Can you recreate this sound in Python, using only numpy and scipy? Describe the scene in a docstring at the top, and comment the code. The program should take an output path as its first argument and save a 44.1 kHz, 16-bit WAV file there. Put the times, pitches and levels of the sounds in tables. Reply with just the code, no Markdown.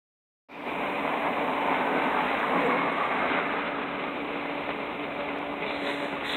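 """A heavy diesel truck drones some way off, creeping towards a phone at the roadside: exhaust harmonics,
firing-rate noise bursts for roar and clatter, a low rumble and brief nasal noise bands.
A car overtakes it and rolls past: bands of tyre noise that swell and recede, a howl gliding up, short slaps.
Near the end something rubs softly as the phone is turned: grainy noise coloured by narrow peaks.
The phone fades in after half a second and hears little above 4 kHz but a thin hiss, ticks and a click."""
import sys
import numpy as np
from scipy.fft import rfft, irfft, next_fast_len
from scipy.io import wavfile
from scipy.ndimage import map_coordinates

SR = 44100
rng = np.random.default_rng(int(sys.argv[2]) if len(sys.argv) > 2 else 0)


def output_pcm(signal):
    """Save a mono or channel-first signal as 16-bit PCM at the path in sys.argv[1].

    Samples are clipped to [-1, 1] before scaling.
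    """
    pcm = np.clip(np.atleast_2d(signal).T, -1, 1) * 32767
    wavfile.write(sys.argv[1], SR, np.round(pcm).astype(np.int16))


N = 280740
TIME = np.arange(N) / SR

# Spectra in this file: (frequency [Hz], relative density [dB]); each is scaled to rms 1.
# Phone hiss and its top sheen: (frequency [Hz], relative density [dB])
HISS_SPECTRUM = [(4500, -37.5), (5300, -11.5), (6500, -6), (7800, -2.5), (9500, -3.5), (12000, -10.5),
                 (16000, -27.5)]
SHEEN_SPECTRUM = [(6000, -28.5), (9000, -6), (11000, 2.5), (16000, 4)]
# Opening air just above the voice band: (frequency [Hz], relative density [dB])
AIR_SPECTRUM = [(3500, -30), (4300, 0), (5000, -5), (6500, -16), (9000, -35)]
# Phone fade-in: (time [s], gain [linear])
FADE_IN = [(0.486, 0), (0.489, .08), (0.525, .24), (0.585, .33), (0.64, .53), (0.71, .88), (.82, 1)]
# Bright grit spat by the tread: (time [s], level [dB], decay [s], centre [Hz], width [Hz])
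GRIT_TICKS = [(2.255, -65.5, .009, 9000, 4500), (2.394, -66, .008, 6400, 2000),
              (2.43, -71, .007, 7700, 1500), (2.663, -61, .013, 7800, 1200),
              (2.926, -63.5, .006, 8600, 1300), (3.055, -66, .004, 7400, 900),
              (3.19, -71, .015, 8000, 2000), (3.386, -71, .006, 8000, 2000)]
# Sharp click: (frequency [Hz], relative density [dB])
CLICK_SPECTRUM = [(2000, -10), (4000, 0), (5500, -2), (8000, -8), (15000, -13)]

# Rubs as the phone is turned: (peak time [s], rise [s], fall [s], swish level [dB], bright level [dB],
# fizz level [dB], top sheen level [dB], peak pitch ratio [-])
RUB_STROKES = [(5.71, .06, .11, -43, -40, -72, -88, 1.02), (5.885, .075, .11, -35, -38, -59.5, -78, 1.01),
               (6.03, .06, .15, -41.5, -47.5, -66.5, -78, 1),
               (6.256, .02, .04, -33.5, -37, -59.5, -65, .99),
               (6.312, .04, .07, -32.5, -32.3, -56, -62, .985)]
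# Narrow peaks at 3.3-4 kHz colouring the rubs: (centre [Hz], width [Hz], level re plain rubbing [dB])
RUB_PEAKS = [(3300, 70, 2), (3450, 90, 4), (3560, 70, 5), (3680, 90, 8), (3790, 80, 4.5), (3970, 90, 5.5)]
# Dull swish, bright part and fizz of a rub: (frequency [Hz], relative density [dB])
SWISH_SPECTRUM = [(450, -18), (850, -1), (1300, -4), (1600, 1.5), (2050, 6), (2450, -2.5), (3000, -5),
                  (3500, -15)]
BRIGHT_RUB_SPECTRUM = [(1800, -27), (2700, -5), (3200, -2.5), (3400, 4), (3700, -0.5), (4050, 2),
                       (4500, -7)]
RUB_FIZZ_SPECTRUM = [(4500, -45), (5300, -16), (6300, -5.5), (7700, 0), (9000, -3), (10500, -8),
                     (13000, -12), (16000, -22)]

# Car tyre roar, body rumble and tread hiss: (frequency [Hz], relative density [dB])
TYRE_SPECTRUM = [(200, -25), (380, -11), (520, -6.5), (700, 0.5), (900, 0), (1080, -2), (1300, -12),
                 (1800, -12), (2350, -12), (3000, -23), (4000, -42)]
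BODY_SPECTRUM = [(120, -39), (150, -11), (185, -2.5), (220, -6), (260, 4), (320, -6.5), (390, -4.5),
                 (490, -2), (600, -20), (1000, -33)]
TREAD_SPECTRUM = [(700, -31), (1200, 5), (1550, 1), (1900, 0.5), (2200, 0.5), (2500, -7), (3000, -13.5),
                  (3700, -14.5), (4500, -24.5)]
# Rough and smooth road: (time [s], half length [s], body change [dB], tyre change [dB], tread change [dB])
ROAD_PATCHES = [(1.55, 0.14, 1.5, 0, -6), (1.95, 0.13, 3, -1.5, -1), (2.22, 0.15, 1, -0.5, 1.5),
                (2.42, 0.051, -3, -2.5, 3), (2.66, 0.18, 4, 1.5, -0.5), (3.06, 0.13, -4, 0, -2),
                (3.3, 0.21, 2, 3, 1.5), (3.85, 0.12, -1, -1, -5), (4.17, 0.13, 4, -2, -2)]
# Brief tyre notes and rushes: (time [s], half length [s], centre [Hz], glide [Hz/s], width [Hz], level [dB])
TYRE_BANDS = [(1.3, .25, 1050, 0, 170, -41), (1.75, .35, 890, 0, 70, -38.5),
              (1.98, .22, 1530, 110, 85, -40.5), (1.98, .2, 1280, 0, 70, -44),
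              (2.21, .06, 845, -300, 110, -30.7), (2.53, .08, 1070, 200, 170, -35.5),
              (2.66, .15, 480, 0, 80, -34.5), (2.78, .12, 2180, -250, 125, -35.8),
              (3.02, .17, 1160, 120, 85, -35.5), (3.3, .22, 2150, -60, 190, -40.5),
              (3.27, .12, 1480, 0, 420, -36.5), (3.3, .08, 560, 0, 380, -36),
              (3.65, .25, 1450, -150, 650, -39.5), (3.95, .3, 1190, -80, 180, -44)]
# Tyre slaps over road cracks: (time [s], level [dB])
CRACK_SLAPS = [(1.742, -22.5), (2.148, -18.5), (2.206, -19), (2.293, -22), (2.561, -21.5), (2.706, -21),
               (3.469, -24)]
# Slap: (frequency [Hz], relative density [dB])
SLAP_SPECTRUM = [(120, -40), (250, -14), (600, -3), (850, 0), (1200, -6), (2400, -13), (3100, -28),
                 (4000, -45)]

# Weaker exhaust lines: (multiple of firing rate [-], level at mid-scene [dB])
EXHAUST_ORDERS = [(1, -67), (2, -60), (6, -51.5), (9, -53), (10, -54), (12, -53), (14, -56), (17, -58),
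                  (20, -59)]
# Drone swells and dips: (time [s], half length [s], low line change [dB], octave change [dB])
DRONE_SURGES = [(.5, .05, 6, 6), (.92, .13, 2.5, 6), (1.33, .12, 1, 6.5), (1.63, .1, -1, 8),
                (1.97, .2, 4, 5), (2.35, .12, -3, 0), (2.74, .17, 4, 3), (3.15, .15, -2.5, -2),
                (4.2, .12, 2, -1), (4.8, .2, -1, -2), (5.2, .07, -3, 5), (5.52, .06, 1, 5),
                (5.68, .07, -2, -4), (5.95, .17, 2.8, 5.5), (6.29, .06, 2.5, 2)]
# Truck roar, clatter and rumble: (frequency [Hz], relative density [dB])
ROAR_SPECTRUM = [(125, -40), (145, -8.5), (190, -5.5), (270, -1), (320, -3.5), (400, -0.5), (530, -2),
                 (850, -2.5), (1150, -4.5), (1400, -9), (1850, -10.5), (3000, -24)]
CLATTER_SPECTRUM = [(1200, -23), (1900, -20.5), (2030, 1), (2150, 1.5), (2400, 1), (2750, -3), (3150, -9.5),
                    (3600, -13), (4000, -19.5), (4500, -21.5)]
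RUMBLE_SPECTRUM = [(20, -30), (36, -12.5), (48, -2), (70, -1), (105, -3), (120, -10.5), (200, -36.5)]
# Brief changes of the clatter: (time [s], half length [s], change [dB])
CLATTER_CHANGES = [(.69, .025, 2), (1.74, .035, 4), (2.28, .09, 2.5), (3.33, .045, 5), (3.62, .12, 2),
                   (4.19, .04, 3), (5.5, .06, -2)]
# Fixed narrow peaks colouring the clatter, 1.7-3.9 kHz: (centre [Hz], width [Hz], level re plain clatter [dB])
CLATTER_PEAKS = [(1700, 60, 0), (1830, 50, -2), (2020, 50, 4.5), (2140, 50, 0), (2340, 80, 0),
                 (2490, 50, 2), (2660, 50, -1), (2780, 50, -1), (3000, 55, 2), (3290, 55, 2),
                 (3455, 45, 4.5), (3630, 45, 6), (3755, 45, 6), (3900, 45, 5)]
# Nasal noise bands near 2.4 kHz, at the opening and once late:
# (time [s], half length [s], centre [Hz], glide [Hz/s], width [Hz], level [dB])
NASAL_SWELLS = [(.5, .045, 2400, 0, 220, -38), (.85, .25, 2400, 0, 320, -44),
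                (5.72, .09, 2330, 0, 220, -44)]

VOICE_BAND_HZ, LOW_CUT_HZ, TOP_HZ = 4050, 38, 15750
# Steady hiss; the early part adds in power, then steps away.
HISS_DB, SHEEN_DB = -77, -74
EARLY_HISS_DB, EARLY_SHEEN_DB, HISS_DROP_S, HISS_DROP_LENGTH_S = -69, -65.5, 2.76, 0.055
FIZZ_SHEEN_DB = -5  # tread sheen re tread fizz
RUB_SHAPE, RUB_GRAIN_DB, RUB_FIZZ_LAG_S = 1.7, 2, .012
SLAP_DECAY_S = .003
TYRE_GRIT_DB = 1.45
HOWL_FROM_HZ, HOWL_TO_HZ, HOWL_TURN_S, HOWL_GLIDE_S = 930, 1236, 2.65, .6
HOWL_WIDTH_HZ, HOWL_PATCHY_DB = 210, 3
RETREAT_POWER = 1.29  # exponent behind the car; 1 ahead of it
# Engine speed at MID_S, its slow sag and its random hunting
MID_S, FIRING_HZ, SAG_HZ_PER_S, HUNT_SHARE = 3.2, 72.0, .13, .0035
# Truck levels at MID_S and their slopes
DRONE_DB, OCTAVE_DB, DRONE_DB_PER_S, ORDERS_DB_PER_S = -42.5, -45.5, 0.32, 0.96
ROAR_DB, ROAR_DB_PER_S = -36, .5
CLATTER_DB, CLATTER_DB_PER_S = -40, -0.21
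RUMBLE_DB = -60.5


def amp(db):
    """Decibels to gain."""
    return 10 ** (np.asarray(db) / 20)


def unit(x):
    """Scale to rms 1."""
    return x / np.sqrt(np.mean(x ** 2) + 1e-20)


def wobble(knots_per_s):
    """Smooth random curve through normally distributed knots."""
    knots = rng.standard_normal(int(N * knots_per_s / SR) + 4)
    return map_coordinates(knots, [TIME * knots_per_s])


def filtered(x, response):
    """Zero-phase filter: multiply the spectrum by response(Hz)."""
    m = next_fast_len(N + SR // 2)
    return irfft(rfft(x, m) * response(np.fft.rfftfreq(m, 1 / SR)), m)[:N]


def coloured(x, spectrum):
    """Filter x by a spectrum, interpolated over log frequency, to rms 1."""
    f_hz, db = np.transpose(spectrum)
    return unit(filtered(x, lambda hz: amp(np.interp(np.log(hz + 1), np.log(f_hz), db))))


def noise(spectrum):
    """Steady noise with the given spectrum."""
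    return coloured(rng.standard_normal(N), spectrum)


def narrow(centre_hz, width_hz):
    """Narrow noise band: two random curves modulate a carrier in quadrature."""
    phase = 2 * np.pi * np.cumsum(centre_hz) / SR
    return unit(wobble(width_hz) * np.cos(phase) + wobble(width_hz) * np.sin(phase))


def gliding_bands(rows):
    """Sum of narrow noise bands that swell, glide and fade."""
    out = np.zeros(N)
    for time_s, length_s, hz, glide_hz_per_s, width_hz, db in rows:
        t = TIME - time_s
        envelope = np.exp(-.5 * (t / length_s) ** 2)
        out += amp(db) * envelope * narrow(hz + glide_hz_per_s * t, width_hz)
    return out


def peaked(x, peaks):
    """Filter x so that narrow peaks stand out, summed in power with the plain response."""
    def response(hz):
        power = 1
        for centre_hz, width_hz, db in peaks:
            power = power + amp(db) ** 2 / (1 + ((hz - centre_hz) / (width_hz / 2)) ** 4)
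        return np.sqrt(power)
    return filtered(x, response)


def swell(peak_s, rise_s, fall_s, shape=2):
    """Rise to 1 and fall back towards 0."""
    length_s = np.where(TIME < peak_s, rise_s, fall_s)
    return np.exp(-np.abs((TIME - peak_s) / length_s) ** shape)


def surges(rows):
    """One gain curve per dB column of (time [s], half length [s], change [dB], ..) rows."""
    return amp(sum(np.outer(dbs, swell(s, length, length)) for s, length, *dbs in rows))


def passing(loudest_s, db, approach_s, retreat_s):
    """Gain of a source that draws near, goes by and recedes."""
    t = TIME - loudest_s
    approach = 1 / (1 + (t / approach_s) ** 2)
    retreat = (1 + (t / retreat_s) ** 2) ** -RETREAT_POWER
    return amp(db) * np.where(t < 0, approach, retreat)


def grit_ticks():
    """Tread grit: noise bands with two-sided exponential envelopes."""
    out = np.zeros(N)
    for time_s, db, decay_s, hz, width_hz in GRIT_TICKS:
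        envelope = np.exp(-np.abs(TIME - time_s) / decay_s)
        out += amp(db) * envelope * narrow(np.full(N, hz), width_hz)
    return out


def thin_treble():
    """Faint flickering noise: hiss stepping down once, fizz of tread and rubs; plus grit ticks."""
    early = (1 - np.tanh((TIME - HISS_DROP_S) / HISS_DROP_LENGTH_S)) / 2
    rub_fizz, rub_sheen = np.zeros((2, N))
    for peak_s, rise_s, fall_s, _, _, fizz_db, sheen_db, _ in RUB_STROKES:
        stroke = swell(peak_s + RUB_FIZZ_LAG_S, rise_s, fall_s, RUB_SHAPE)
        rub_fizz += amp(fizz_db) * stroke
        rub_sheen += amp(sheen_db) * stroke
    tread_fizz = passing(loudest_s=3, db=-71.5, approach_s=0.8, retreat_s=0.5) * amp(1.3 * wobble(23))
    tread_sheen = amp(FIZZ_SHEEN_DB) * tread_fizz
    # independent noises add in power
    hiss_gain = np.sqrt(amp(HISS_DB) ** 2 + (amp(EARLY_HISS_DB) * early) ** 2 + tread_fizz ** 2)
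    sheen_power = amp(SHEEN_DB) ** 2 + (amp(EARLY_SHEEN_DB) * early) ** 2
    sheen_gain = np.sqrt(sheen_power + tread_sheen ** 2 + rub_sheen ** 2)
    dip = amp(-3 * swell(peak_s=3.82, rise_s=0.23, fall_s=0.23))
    hiss = dip * (hiss_gain * noise(HISS_SPECTRUM) + sheen_gain * noise(SHEEN_SPECTRUM))
    hiss += rub_fizz * noise(RUB_FIZZ_SPECTRUM)
    flicker = unit(amp(0.89 * wobble(500)))
    return hiss * flicker + grit_ticks()


def click(time_s=5.387, peak_db=-40.5):
    """Single filtered impulse with no resonance."""
    impulse = 1.0 * (np.arange(N) == round(time_s * SR))
    pulse = coloured(impulse, CLICK_SPECTRUM)
    return amp(peak_db) * pulse / pulse.max()


def rubbing():
    """Grainy friction strokes: a dull swish, and a bright part with peaks shifted slightly each time."""
    out = np.zeros(N)
    for peak_s, rise_s, fall_s, swish_db, bright_db, _, _, pitch in RUB_STROKES:
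        grains = amp(RUB_GRAIN_DB * wobble(350)) * rng.standard_normal((2, N))
        peaks = [(pitch * hz, width_hz, db) for hz, width_hz, db in RUB_PEAKS]
        swish = coloured(grains[0], SWISH_SPECTRUM)
        bright = coloured(peaked(grains[1], peaks), BRIGHT_RUB_SPECTRUM)
        stroke = swell(peak_s, rise_s, fall_s, RUB_SHAPE)
        out += stroke * (amp(swish_db) * swish + amp(bright_db) * bright)
    return out


def tyre_slaps():
    """Each road crack gives one short noise burst, dulled by the rubber."""
    envelope = np.zeros(N)
    for time_s, db in CRACK_SLAPS:
        envelope += amp(db) * (TIME >= time_s) * np.exp(-np.abs(TIME - time_s) / SLAP_DECAY_S)
    rms = np.sqrt(np.mean(envelope ** 2))
    return rms * coloured(envelope * rng.standard_normal(N), SLAP_SPECTRUM)


def tyre_howl():
    """Patchy narrow noise band; its pitch glides up once as the angle to the road changes."""
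    turned = (1 + np.tanh((TIME - HOWL_TURN_S) / HOWL_GLIDE_S)) / 2
    howl_hz = HOWL_FROM_HZ + (HOWL_TO_HZ - HOWL_FROM_HZ) * turned
    gain = passing(loudest_s=3, db=-37, approach_s=1.15, retreat_s=0.6) * amp(HOWL_PATCHY_DB * wobble(18))
    return gain * narrow(howl_hz, HOWL_WIDTH_HZ)


def car():
    """Tyres roar on coarse asphalt; roar, tread and body each peak at their own angle."""
    body_surge, tyre_surge, tread_surge = surges(ROAD_PATCHES)
    bumps_db = 0.82 * wobble(23.9)
    grit = amp(TYRE_GRIT_DB * wobble(350))
    tyres = coloured(grit * rng.standard_normal(N), TYRE_SPECTRUM)
    tread = coloured(grit * rng.standard_normal(N), TREAD_SPECTRUM)
    tyres *= tyre_surge * passing(loudest_s=2, db=-29, approach_s=1.28, retreat_s=1.55)
    tread *= tread_surge * passing(loudest_s=3, db=-34.5, approach_s=1.5, retreat_s=0.98)
    body = body_surge * noise(BODY_SPECTRUM)
    body *= passing(loudest_s=2.5, db=-36, approach_s=2.5, retreat_s=2.0)
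    rolling = amp(bumps_db) * (tyres + tyre_howl() + tread + body)
    return rolling + gliding_bands(TYRE_BANDS) + tyre_slaps()


def bursts(firings, decay_strokes, uneven_db, scatter_db, between):
    """A decaying noise burst per firing over a steady floor; strength is uneven across six cylinders."""
    stroke = firings.astype(int)
    cylinder_db = uneven_db * np.cos(4 * np.pi * stroke / 6)
    size = amp(cylinder_db + scatter_db * rng.standard_normal(N)[stroke])
    return (between + size * np.exp(-(firings % 1) / decay_strokes)) * rng.standard_normal(N)


def exhaust_line(firings, order, flutter_db, smear_rad):
    """One exhaust harmonic, made unsteady by the air and by uneven combustion."""
    phase = 2 * np.pi * order * firings + smear_rad * wobble(28) + rng.uniform(0, 2 * np.pi)
    return unit(amp(flutter_db * wobble(22)) * np.sin(phase))


def exhaust_drone(firings, t):
    """Harmonics of the firing rate: orders 4 and 8 swell and sink, weaker lines fill in."""
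    low = exhaust_line(firings, order=4, flutter_db=2.8, smear_rad=.48)
    octave = exhaust_line(firings, order=8, flutter_db=3, smear_rad=.45)
    low_swell, octave_swell = surges(DRONE_SURGES)
    drone = amp(DRONE_DB) * low_swell * low + amp(OCTAVE_DB) * octave_swell * octave
    drone *= amp(DRONE_DB_PER_S * t)
    for order, db in EXHAUST_ORDERS:
        line = exhaust_line(firings, order, flutter_db=4, smear_rad=.7)
        drone += amp(db + ORDERS_DB_PER_S * t) * line
    return drone


def engine_roar(firings, t):
    """Firing bursts; distance and roadside echoes fill the gaps between them."""
    blasts = bursts(firings, decay_strokes=.5, uneven_db=1.5, scatter_db=3.5, between=1.2)
    return amp(ROAR_DB + ROAR_DB_PER_S * t) * coloured(blasts, ROAR_SPECTRUM)


def diesel_clatter(firings, t):
    """Firing knocks as noise bursts, coloured by fixed narrow peaks."""
    knocks = bursts(firings, decay_strokes=1.0, uneven_db=4.5, scatter_db=4.0, between=3.3)
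    clatter = surges(CLATTER_CHANGES)[0] * coloured(peaked(knocks, CLATTER_PEAKS), CLATTER_SPECTRUM)
    return amp(CLATTER_DB + CLATTER_DB_PER_S * t) * clatter


def truck():
    """One firing count drives drone, roar and clatter; nasal bands and a rumble are added."""
    t = TIME - MID_S
    firing_hz = (FIRING_HZ - SAG_HZ_PER_S * t) * (1 + HUNT_SHARE * wobble(9))
    firings = np.cumsum(firing_hz) / SR
    air_db = 1.1 * wobble(25)
    engine = amp(air_db) * (engine_roar(firings, t) + diesel_clatter(firings, t))
    rumble = amp(RUMBLE_DB) * noise(RUMBLE_SPECTRUM)
    return exhaust_drone(firings, t) + engine + gliding_bands(NASAL_SWELLS) + rumble


def scene():
    """Rubbing, car and truck, in mono."""
    return (rubbing() + car() + truck())[None]


def record(dry):
    """Phone: steep low-pass, low cut, added treble and click, fade-in, top cutoff."""
    voice_band = filtered(dry[0], lambda hz: 1 / np.sqrt(1 + (hz / VOICE_BAND_HZ) ** 76))
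    voice_band = filtered(voice_band, lambda hz: 1 / np.sqrt(1 + (LOW_CUT_HZ / (hz + 1)) ** 8))
    # the sound opens slightly airier, then narrows
    opening = np.clip((.82 - TIME) / .3, 0, 1) ** 2
    air = amp(-57) * opening * noise(AIR_SPECTRUM)
    fade_in = np.interp(TIME, *np.transpose(FADE_IN))
    heard = fade_in * (voice_band + air + thin_treble() + click())
    return filtered(heard, lambda hz: hz < TOP_HZ)[None]


dry = scene()
out = record(dry)
output_pcm(out)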